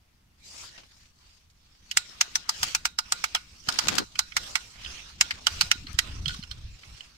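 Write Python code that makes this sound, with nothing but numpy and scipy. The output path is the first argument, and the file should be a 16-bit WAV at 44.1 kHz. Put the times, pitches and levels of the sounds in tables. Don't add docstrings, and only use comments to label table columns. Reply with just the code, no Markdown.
import sys
import numpy as np
from scipy import signal
from scipy.fft import rfft, irfft
from scipy.io import wavfile
from scipy.ndimage import uniform_filter1d

SR = 44100
rng = np.random.default_rng(int(sys.argv[2]) if len(sys.argv) > 2 else 0)


def output_pcm(signal):
    pcm = np.clip(np.atleast_2d(signal).T, -1, 1) * 32767
    wavfile.write(sys.argv[1], SR, np.round(pcm).astype(np.int16))


N = 316197
TIME_S = np.arange(N) / SR


def gain_of(db):
    return 10 ** (np.asarray(db) / 20)


def unit_rms(x):
    return x / np.sqrt(np.mean(x ** 2) + 1e-20)


def unit_hit(x):
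    return x * np.sqrt(SR / 100) / np.linalg.norm(x, axis=1, keepdims=True)


def at_hz(points, hz):
    point_hz, value = np.transpose(points)
    return np.interp(np.log(hz + 1), np.log(point_hz + 1), value)


def follow(rows):
    time_s, *columns = np.transpose(rows)
    return [np.interp(TIME_S, time_s, column) for column in columns]


def panned(db):
    pair = gain_of(np.array([np.atleast_1d(db), -np.atleast_1d(db)]) / 2)
    return pair / np.sqrt(np.mean(pair ** 2, axis=0))


def add(mix, start_s, sound):
    part = mix[:, round(start_s * SR):][:, :sound.shape[1]]
    part += sound[:, :part.shape[1]]


def coloured(x, spectrum):
    return unit_rms(irfft(rfft(x) * gain_of(at_hz(spectrum, np.fft.rfftfreq(N, 1 / SR))), N))


def causal(x, db):
    size = x.shape[-1]
    cepstrum = irfft(np.log(gain_of(db)), size)
    one_sided = 1 + np.sign(size / 2 - np.arange(size))
    one_sided[0] = 1
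    return irfft(rfft(x) * np.exp(rfft(cepstrum * one_sided)), size)


def noise(shared):
    return np.sqrt(shared) * rng.standard_normal(N) + np.sqrt(1 - shared) * rng.standard_normal((2, N))


def wander(top_hz):
    return unit_rms(irfft(rfft(rng.standard_normal(N)) * (np.fft.rfftfreq(N, 1 / SR) < top_hz), N))


def grains(per_s, spread_db):
    size = gain_of(spread_db * np.minimum(rng.exponential(1, N), 4))
    return unit_rms(size * (rng.random(N) < per_s / SR) * rng.standard_normal((2, N)))


def arch(start_s, length_s, power, lean):
    progress = (TIME_S - start_s) / length_s
    moving = (progress > 0) & (progress < 1)
    out = np.zeros(N)
    out[moving] = np.sin(np.pi * progress[moving] ** lean) ** power
    return out


def swells(rows, power, lean):
    return np.sqrt(sum((gain_of(dbs)[:, None] * arch(start_s, length_s, power, lean)) ** 2
                       for start_s, length_s, *dbs in rows))


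# (time [s], rumble [dB], buffet [dB])
DRAUGHT_LEVELS = [(0, -67, -76.5), (0.6, -61.5, -69), (1.4, -62.5, -76.5), (2.2, -60.5, -66),
                  (5, -54, -66.5), (7.17, -60.5, -70)]
# (start [s], length [s], rumble [dB], buffet [dB])
AIR_PUFFS = [(2.6, 0.092, -47, -56), (2.73, 0.17, -53, -68), (3.82, 0.23, -50, -44), (4.35, 0.19, -52, -62),
             (4.8, 0.2, -48, -63.5), (5.12, 0.36, -54.5, -60), (5.48, 0.23, -44, -61.5),
             (5.72, 0.38, -44.5, -58), (6.05, 0.32, -36, -50.5), (6.33, 0.18, -44.5, -62),
             (6.49, 0.28, -39.5, -69), (6.87, 0.092, -43.5, -66)]
# (frequency [Hz], density [dB])
RUMBLE_SPECTRUM = [(12, -4), (25, -6.5), (45, -1.5), (80, -1), (120, -9.5), (200, -24.5), (600, -106)]
BUFFET_SPECTRUM = [(50, -19), (115, -1.5), (170, 2), (260, -3), (400, -12.5), (800, -53), (3000, -53)]
GARDEN_SPECTRUM = [(50, -13), (200, -13), (450, -9.5), (1000, -7.5), (3000, -11), (6000, -15.5),
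                   (10000, -18.5), (15000, -20)]
def air():
    puffs = swells(AIR_PUFFS, power=0.4, lean=0.78)
    rumbling, buffeting = np.hypot(gain_of(follow(DRAUGHT_LEVELS)), puffs)
    lumps_db = 1.5 * wander(16)
    rumble = coloured(noise(0.96), RUMBLE_SPECTRUM) * rumbling * gain_of(-0.9 + lumps_db)
    buffet = coloured(noise(0.71), BUFFET_SPECTRUM) * buffeting
    buffet *= gain_of(0.5 + lumps_db + 0.58 * wander(31))
    garden = gain_of(-70.5) * coloured(noise(0.025), GARDEN_SPECTRUM)
    return rumble + buffet + garden


# (start [s], length [s], level [dB], sheen [dB], left-right [dB])
FOLD_SWISHES = [(0.373, 0.1, -60, 10, -1), (0.421, 0.15, -51, 25, 2.5), (0.492, 0.17, -46, 15, 3),
                (0.586, 0.094, -44.5, 13, 2), (0.698, 0.092, -49.5, -2, -2), (0.818, 0.3, -58.5, 8, 0),
                (1.113, 0.35, -60, 6, -1), (1.48, 0.89, -61.5, 1, -0.5), (1.82, 0.45, -50, 4, 1),
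                (2.09, 0.42, -43.5, -7.5, 2), (2.46, 0.21, -41, 5, 1.5), (2.585, 0.15, -36.5, 10, -1),
                (3.015, 0.35, -43, -0.5, -1), (3.2, 0.87, -54.5, 12, -1.5), (3.632, 0.38, -38.5, 7, 0),
                (3.978, 0.44, -53, 10, 0), (4.34, 0.22, -38.5, 3.5, -4), (4.447, 0.34, -47.5, 13, -3),
                (4.733, 0.32, -39, -6.5, -3.5), (4.958, 0.2, -44.5, -6.5, -3),
                (5.165, 0.24, -39.5, -10, -2), (5.422, 0.3, -37.5, 3, -1), (5.673, 0.21, -47, -2, 1),
                (5.857, 0.087, -40.5, -13, 9), (5.95, 0.27, -39, -14, -5), (6.215, 0.21, -43, -1, -3.5),
                (6.294, 0.48, -51, -4, -4), (6.657, 0.54, -50.5, 1, -2)]
def folds(rest_db=-73.5):
    power, sheen, side = np.full(N, gain_of(rest_db) ** 2), np.zeros(N), np.zeros(N)
    for start_s, length_s, db, sheen_db, pan_db in FOLD_SWISHES:
        swish = (gain_of(db) * arch(start_s, length_s, power=0.68, lean=1.16)) ** 2
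        power += swish
        sheen += swish * sheen_db
        side += swish * pan_db
    return np.sqrt(power), sheen / power, side / power


# (frequency [Hz], share of sheen [ratio])
SHEEN_SHARE = [(3800, 0.34), (4700, 0.57), (7000, 0.7), (13000, 0.67)]
def shifting(x, sheen_db, patchy_db):
    hz, frame_s, frames = signal.stft(x, SR, nperseg=512)
    patches = uniform_filter1d(rng.standard_normal(frames.shape), size=7, axis=1)
    patches = unit_rms(uniform_filter1d(patches, size=11, axis=2))
    lift_db = at_hz(SHEEN_SHARE, hz)[:, None] * np.interp(frame_s, TIME_S, sheen_db)
    frames *= gain_of(patchy_db * patches + lift_db - lift_db.max(0) / 2)
    return signal.istft(frames, SR, nperseg=512)[1][:, :N]


def settled(level, settle_s):
    fall = TIME_S / settle_s
    return np.exp(np.maximum.accumulate(np.log(level) + fall) - fall)


# (frequency [Hz], density [dB])
CLOTH_SPECTRUM = [(150, -9.5), (500, -7.5), (900, -7), (1200, -4.5), (2000, -4.5), (2800, 0.5),
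                  (3600, -1.5), (4600, 0), (5400, 0), (6800, -6), (9000, -14), (9800, -19.5), (15000, -27)]
HOUSING_SPECTRUM = [(150, -32), (450, -22), (620, -14.5), (750, -11.5), (980, -2.5), (1250, 5), (1650, 0.5),
                    (2100, 1), (2900, -1), (3700, -4), (5200, 0.5), (6500, -3.5), (8900, -9), (9800, -17.5),
                    (15000, -19.5)]
# (time [s], level re cloth [dB])
CORD_LEVELS = [(1.7, -28), (2.0, -9), (3.4, -11), (4.9, -21), (6.1, -2), (6.6, -15)]
def canopy():
    level, sheen_db, pan_db = folds()
    cord_gain = gain_of(follow(CORD_LEVELS)[0])
    threads = coloured(noise(0.014) + gain_of(-8.5) * grains(per_s=1500, spread_db=3.3), CLOTH_SPECTRUM)
    cord = coloured(noise(0.029) + gain_of(3) * grains(per_s=3000, spread_db=3.4), HOUSING_SPECTRUM)
    friction = (threads + cord_gain * cord) / np.hypot(1, cord_gain)
    rustle = shifting(friction, sheen_db, patchy_db=4)
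    flicker_db = wander(45)
    return rustle * settled(level, settle_s=0.087) * gain_of(flicker_db - 3) * panned(pan_db)


# (time [s], level over 10 ms [dB], fade [s], tilt [dB/octave], left-right [dB])
CLOTH_SNAGS = [(0.541, -50, 0.015, -5, 4), (0.778, -43.5, 0.019, -2.5, 2), (0.834, -53.5, 0.012, -4.5, -4),
               (1.056, -59, 0.011, -1, -2), (1.5, -60.5, 0.012, 5, -4), (1.75, -62, 0.0091, -3, -4),
               (2.28, -51, 0.0019, -8, 15), (2.666, -40, 0.0046, 2, 0), (3.673, -44, 0.0022, -3, -3),
               (3.724, -34, 0.0053, 1, 9), (3.742, -40, 0.0016, 6, 12), (3.872, -31, 0.0011, -1.5, 4),
               (3.953, -30.5, 0.0045, 6.5, 24), (5.931, -46.5, 0.0027, 15, 18)]
def snags(slips_per_s=2500, size=4096):
    out = np.zeros((2, N))
    t, hz = np.arange(size) / SR, np.fft.rfftfreq(size, 1 / SR)
    octaves = np.log2(np.clip(hz, 700, 9000) / 2500)
    for time_s, db, fade_s, tilt_db, pan_db in CLOTH_SNAGS:
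        slips = rng.standard_normal((2, size)) * (0.24 + (rng.random(size) < slips_per_s / SR))
        snag = causal(slips * np.exp(-t / fade_s), at_hz(CLOTH_SPECTRUM, hz) + tilt_db * octaves)
        add(out, time_s, gain_of(db) * panned(pan_db) * unit_hit(snag))
    return out


def rattle(t, count=8, gap_s=0.0028, fall_db_per_s=1005, fade_s=0.0015):
    at_s = np.cumsum(gap_s * rng.uniform(.5, 1.5, (count, 1)), axis=0)
    rebounds = gain_of(-fall_db_per_s * at_s) * np.exp(-abs(t - at_s) / fade_s) * (t > at_s)
    return np.linalg.norm(rebounds, axis=0)


def ringing(modes, t, split, start_turns, count=4):
    hz, db, t60_s = np.transpose(modes)[:, :, None]
    spread = split * np.minimum(hz / 1500, 1) ** 2
    detune = 1 + spread * rng.uniform(-1.05, 1, (count, 2, len(hz), 1))
    turns = (hz * detune * t + start_turns).astype(np.float32)
    fade = gain_of(db + rng.standard_normal(hz.shape) - 60 * np.maximum(t, 0) / t60_s)
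    return (fade * np.sin(2 * np.pi * turns).sum(0)).sum(1)


# (frequency [Hz], t60 before division by damping [s])
HOUSING_DECAY = [(300, 0.033), (900, 0.1), (2500, 0.079), (5000, 0.052), (12000, 0.11)]
# (frequency [Hz], left-right [dB])
PORT_BALANCE = [(300, 5), (800, 11.5), (1150, -1.5), (2300, -3), (3200, -11), (5000, -1), (7000, 1),
                (14000, 3)]
# (frequency [Hz], left lead [rad])
PORT_LEAD = [(200, 0), (650, -1.3), (950, 0), (1450, -0.5), (2200, -3), (2650, -1), (3200, 0.5), (3750, 3),
             (4500, -1.5), (5200, -1.5), (5750, -6), (6600, -5.5), (7300, -9)]
# (frequency [Hz], shared power [ratio])
PORT_COHERENCE = [(1200, 0.64), (2500, 0.22), (6000, 0.28), (10000, 0.25)]
def strikes(rows, modes, *, rise_s, crack_db, crack_s, modes_db, tail_db, tail_t60_s,
            slip_db, slip_s, ring_db, damping, split, size=8192, lead_s=0.012):
    t, hz = np.arange(size) / SR - lead_s, np.fft.rfftfreq(size, 1 / SR)
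    age_s = np.maximum(t, 0)
    band_hz, t60_s = np.transpose(HOUSING_DECAY)
    bands = np.array([np.interp(np.log(hz + 1), np.log(band_hz), row) for row in np.eye(len(band_hz))])
    attack = 1 - np.exp(-age_s / rise_s)
    crack = gain_of(crack_db) * np.exp(-age_s / crack_s)
    decay = attack * (gain_of(-60 * age_s * damping / t60_s[:, None]) + crack)
    slip = gain_of(slip_db) * np.exp(-abs(t) / slip_s)
    tail = attack * gain_of(tail_db - 60 * age_s / tail_t60_s)
    body_shelf = at_hz([(1200, 1), (2000, 0)], hz)
    bright_shelf = at_hz([(3000, 0), (6000, 1)], hz)
    rebound_dulling_db = at_hz([(4500, -1.5), (12000, -3.5)], band_hz)[:, None]
    shared = at_hz(PORT_COHERENCE, hz)
    sides = np.array([[.5], [-.5]])
    balance_db = sides * at_hz(PORT_BALANCE, hz)
    arrival = np.exp(1j * sides * at_hz(PORT_LEAD, hz))
    start_turns = rng.random((len(modes), 1))
    out = np.zeros((2, N))
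    for time_s, db, body_db, bright_db, ring_hz, rattle_db, pan_db in rows:
        apart, diffuse = rng.standard_normal((2, 2, size))
        direct = np.sqrt(shared) * rfft(rng.standard_normal(size)) + np.sqrt(1 - shared) * rfft(apart)
        rebounds = gain_of(crack_db + rattle_db + rebound_dulling_db) * rattle(t)
        blows = (irfft(direct[:, None] * bands) * np.hypot(decay, rebounds)).sum(1)
        housing = unit_rms(causal(blows + diffuse * np.hypot(slip, tail), at_hz(HOUSING_SPECTRUM, hz)))
        tones = gain_of(modes_db) * unit_rms(attack * ringing(modes, t, split, start_turns))
        contact_db = ring_db * np.exp(-.5 * (np.log((hz + 1) / ring_hz) / 0.083) ** 2)
        colour_db = body_db * body_shelf + bright_db * bright_shelf + contact_db + balance_db
        hit = irfft(rfft(causal(housing + tones, colour_db)) * arrival)
        add(out, time_s - lead_s, gain_of(db) * panned(pan_db) * unit_hit(hit))
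    return out


# (time [s], level over 10 ms [dB], body [dB], brightness [dB], contact ring [Hz],
# rattle [dB], left-right [dB])
PAWL_DROPS = [(1.9129, -27.5, -26, 1.5, 2980, 0, -5), (1.9715, -13.5, -11, 1, 8000, -9, -3),
              (2.2105, -14, -8.5, 0, 6170, -7, 0), (2.3554, -18, -4, 4.5, 5830, -2, 0.5),
              (2.4922, -19, 3, 8, 4680, 1.5, 1), (2.6306, -19, 2.5, 9.5, 3260, 4.5, -1),
              (2.7489, -18, -1, 8, 2510, 1, -0.5), (2.8537, -18.5, -3.5, 5, 2450, 0.5, -2),
              (2.9876, -19.5, 2.5, 4, 5070, 0, -2.5), (3.1224, -18, -2.5, 4.5, 7940, -14, -0.2),
              (3.2408, -19.5, -0.5, 3.5, 2260, 0.5, -4), (3.3492, -19, 1, 0, 3320, -5, -3),
              (3.6872, -19, 5.5, 3, 4760, 6, -3), (3.7879, -17, 2.5, 4.5, 4760, 4.5, -5.5),
              (3.8842, -17, -5, -1, 7300, -5, -5.5), (3.9824, -17.5, 1.5, 6, 4400, 0, -4.5),
              (4.1912, -16.5, 1.5, 6.5, 4400, -4, -5), (4.3672, -18, -2.5, 2, 2020, 0, -3),
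              (4.5549, -18, -2, 1.5, 2070, 4, -7), (5.2104, -12, -9, 0, 7070, -3, 0),
              (5.3075, -24, -15.5, -11.5, 4640, 7, 2), (5.4687, -14.5, -1, 1, 2980, -3, -6.5),
              (5.6107, -14.5, -4.5, 2.5, 4480, 2.5, -4.5), (5.7143, -13.5, -11.5, -4, 6030, -18, -4.5),
              (5.9887, -15, -11, 2.5, 1810, -10, -5.5)]
# (frequency [Hz], level [dB], t60 [s])
PARASOL_MODES = [(721, -5, 0.076), (886, 4, 0.072), (1253, -6.5, 0.076), (1435, 4.5, 0.2),
                 (1530, -4.5, 0.21), (1974, 5.5, 0.053), (2174, 9.5, 0.05), (2767, -2, 0.059),
                 (3760, -3.5, 0.23), (3950, -5.5, 0.29), (4150, -2, 0.2), (4900, 2, 0.1), (5434, 11, 0.05),
                 (7820, -2, 0.041)]
def ratchet():
    return strikes(PAWL_DROPS, PARASOL_MODES, rise_s=0.000096, crack_db=16.5, crack_s=0.0041,
                   modes_db=-7.5, tail_db=-11.5, tail_t60_s=0.2, slip_db=2, slip_s=0.0024,
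                   ring_db=7, damping=2.4, split=0.0142)


# (time [s], envelope peak [dB], pitch [Hz], 1/e half-width [s])
SOFT_BUMPS = [(2.643, -60, 55.6, 0.014), (3.686, -28, 126, 0.0025), (5.638, -39.5, 151, 0.01),
              (5.758, -39, 232, 0.0023), (5.849, -39.5, 270, 0.0056), (5.949, -24, 60, 0.0043),
              (6.275, -29.5, 140, 0.0093), (6.395, -30.5, 167, 0.0036), (6.614, -52, 69.4, 0.0074)]
def bumps(lead_s=0.06):
    out = np.zeros((2, N))
    t = np.arange(-lead_s, lead_s, 1 / SR)
    for time_s, db, hz, half_s in SOFT_BUMPS:
        push = np.exp(-(t / half_s) ** 2) * np.sin(2 * np.pi * hz * t)
        add(out, time_s - lead_s, gain_of(db) * push * panned(1))
    return out


# (time [s], level over 10 ms [dB],
# body [dB], brightness [dB], contact ring [Hz], rattle [dB], left-right [dB])
KNOCKS_AND_REBOUNDS = [(3.357, -29, 8, 6.5, 2730, -1, 0), (3.366, -33.5, -5, -9, 2280, -2, -6),
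                       (4.1558, -36.5, -4, -4, 2450, -6, -3), (4.3208, -39, -6, -8, 2200, -4, -11),
                       (4.848, -36.5, -16, -10, 3640, 2, -7), (4.861, -35.5, -8, -15, 2700, -3, -12),
                       (5.8687, -39.5, -11, -7, 4150, 9, -7), (6.258, -25, -7, -4, 3270, -10, -15),
                       (6.2815, -26, -13, 2, 3620, -7, -11), (6.292, -32.5, -12, -8, 1520, -5, 4),
                       (6.305, -38, -15, -11, 1520, 3, -5), (6.344, -40, -5.5, -1, 1120, -7, 1),
                       (6.427, -41.5, -8, -11, 4330, 1, -12), (6.436, -38.5, -4, 1, 2720, 2, -8),
                       (6.5125, -33, -2.5, 1, 3790, 2, -9.5), (6.8335, -46.5, -2, -14, 2170, 3, -3),
                       (7.0065, -38.5, -17, -5, 2830, -3, -12)]
# (frequency [Hz], level [dB], t60 [s])
HANDLE_MODES = [(1260, -38, 0.15), (1457, -4, 0.16), (2240, -23, .04), (2760, -18, 0.17), (3080, 10, 0.017),
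                (3330, -4, 0.098), (4260, 4.5, 0.054), (5110, 6, 0.071), (5840, -3.5, 0.054),
                (7900, -2, 0.046)]
def knocks_and_rebounds():
    return strikes(KNOCKS_AND_REBOUNDS, HANDLE_MODES, rise_s=0.00022, crack_db=8, crack_s=0.004,
                   modes_db=1.5, tail_db=-14.5, tail_t60_s=0.55, slip_db=2.5, slip_s=0.0022,
                   ring_db=13.5, damping=1.2, split=0.0087)


# (start [s], length [s], scratch [dB], rub [dB])
ARM_BRUSHES = [(3.665, 0.13, -39.5, -52), (3.79, 0.06, -38, -58), (3.835, 0.05, -39.5, -47.5),
               (3.885, 0.14, -34, -41), (3.97, 0.073, -46.5, -38.5)]
# (frequency [Hz], density [dB])
SCRATCH_SPECTRUM = [(300, -28), (700, -2), (1400, 1), (2500, -1), (5000, -2), (7500, -10.5), (10000, -30),
                    (15000, -25)]
RUB_SPECTRUM = [(30, -27), (100, -30), (230, -0.5), (400, -5.5), (700, -17), (1500, -12.5), (4000, -72)]
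def arm():
    scratching, rubbing = swells(ARM_BRUSHES, power=0.78, lean=1)
    catch_db = 0.95 * wander(84)
    crackle = noise(0.16) + gain_of(2) * grains(per_s=1300, spread_db=3.5)
    scratch = coloured(crackle, SCRATCH_SPECTRUM) * scratching * gain_of(catch_db + 1.3 * wander(250))
    rocking = np.array([[1], [-1]])
    rub = coloured(noise(0.56), RUB_SPECTRUM) * rocking * rubbing * gain_of(4.5 + catch_db)
    return scratch * panned(8.5) + rub * panned(3.5)


def scene():
    return ratchet() + knocks_and_rebounds() + canopy() + snags() + arm() + bumps() + air()


def record(dry):
    cutoff_hz = 15750
    lowpass = signal.firwin(255, cutoff_hz, window=("kaiser", 9), fs=SR)
    return signal.oaconvolve(np.clip(dry, -.95, .95), lowpass[None], "same")


dry = scene()
out = record(dry)
output_pcm(out)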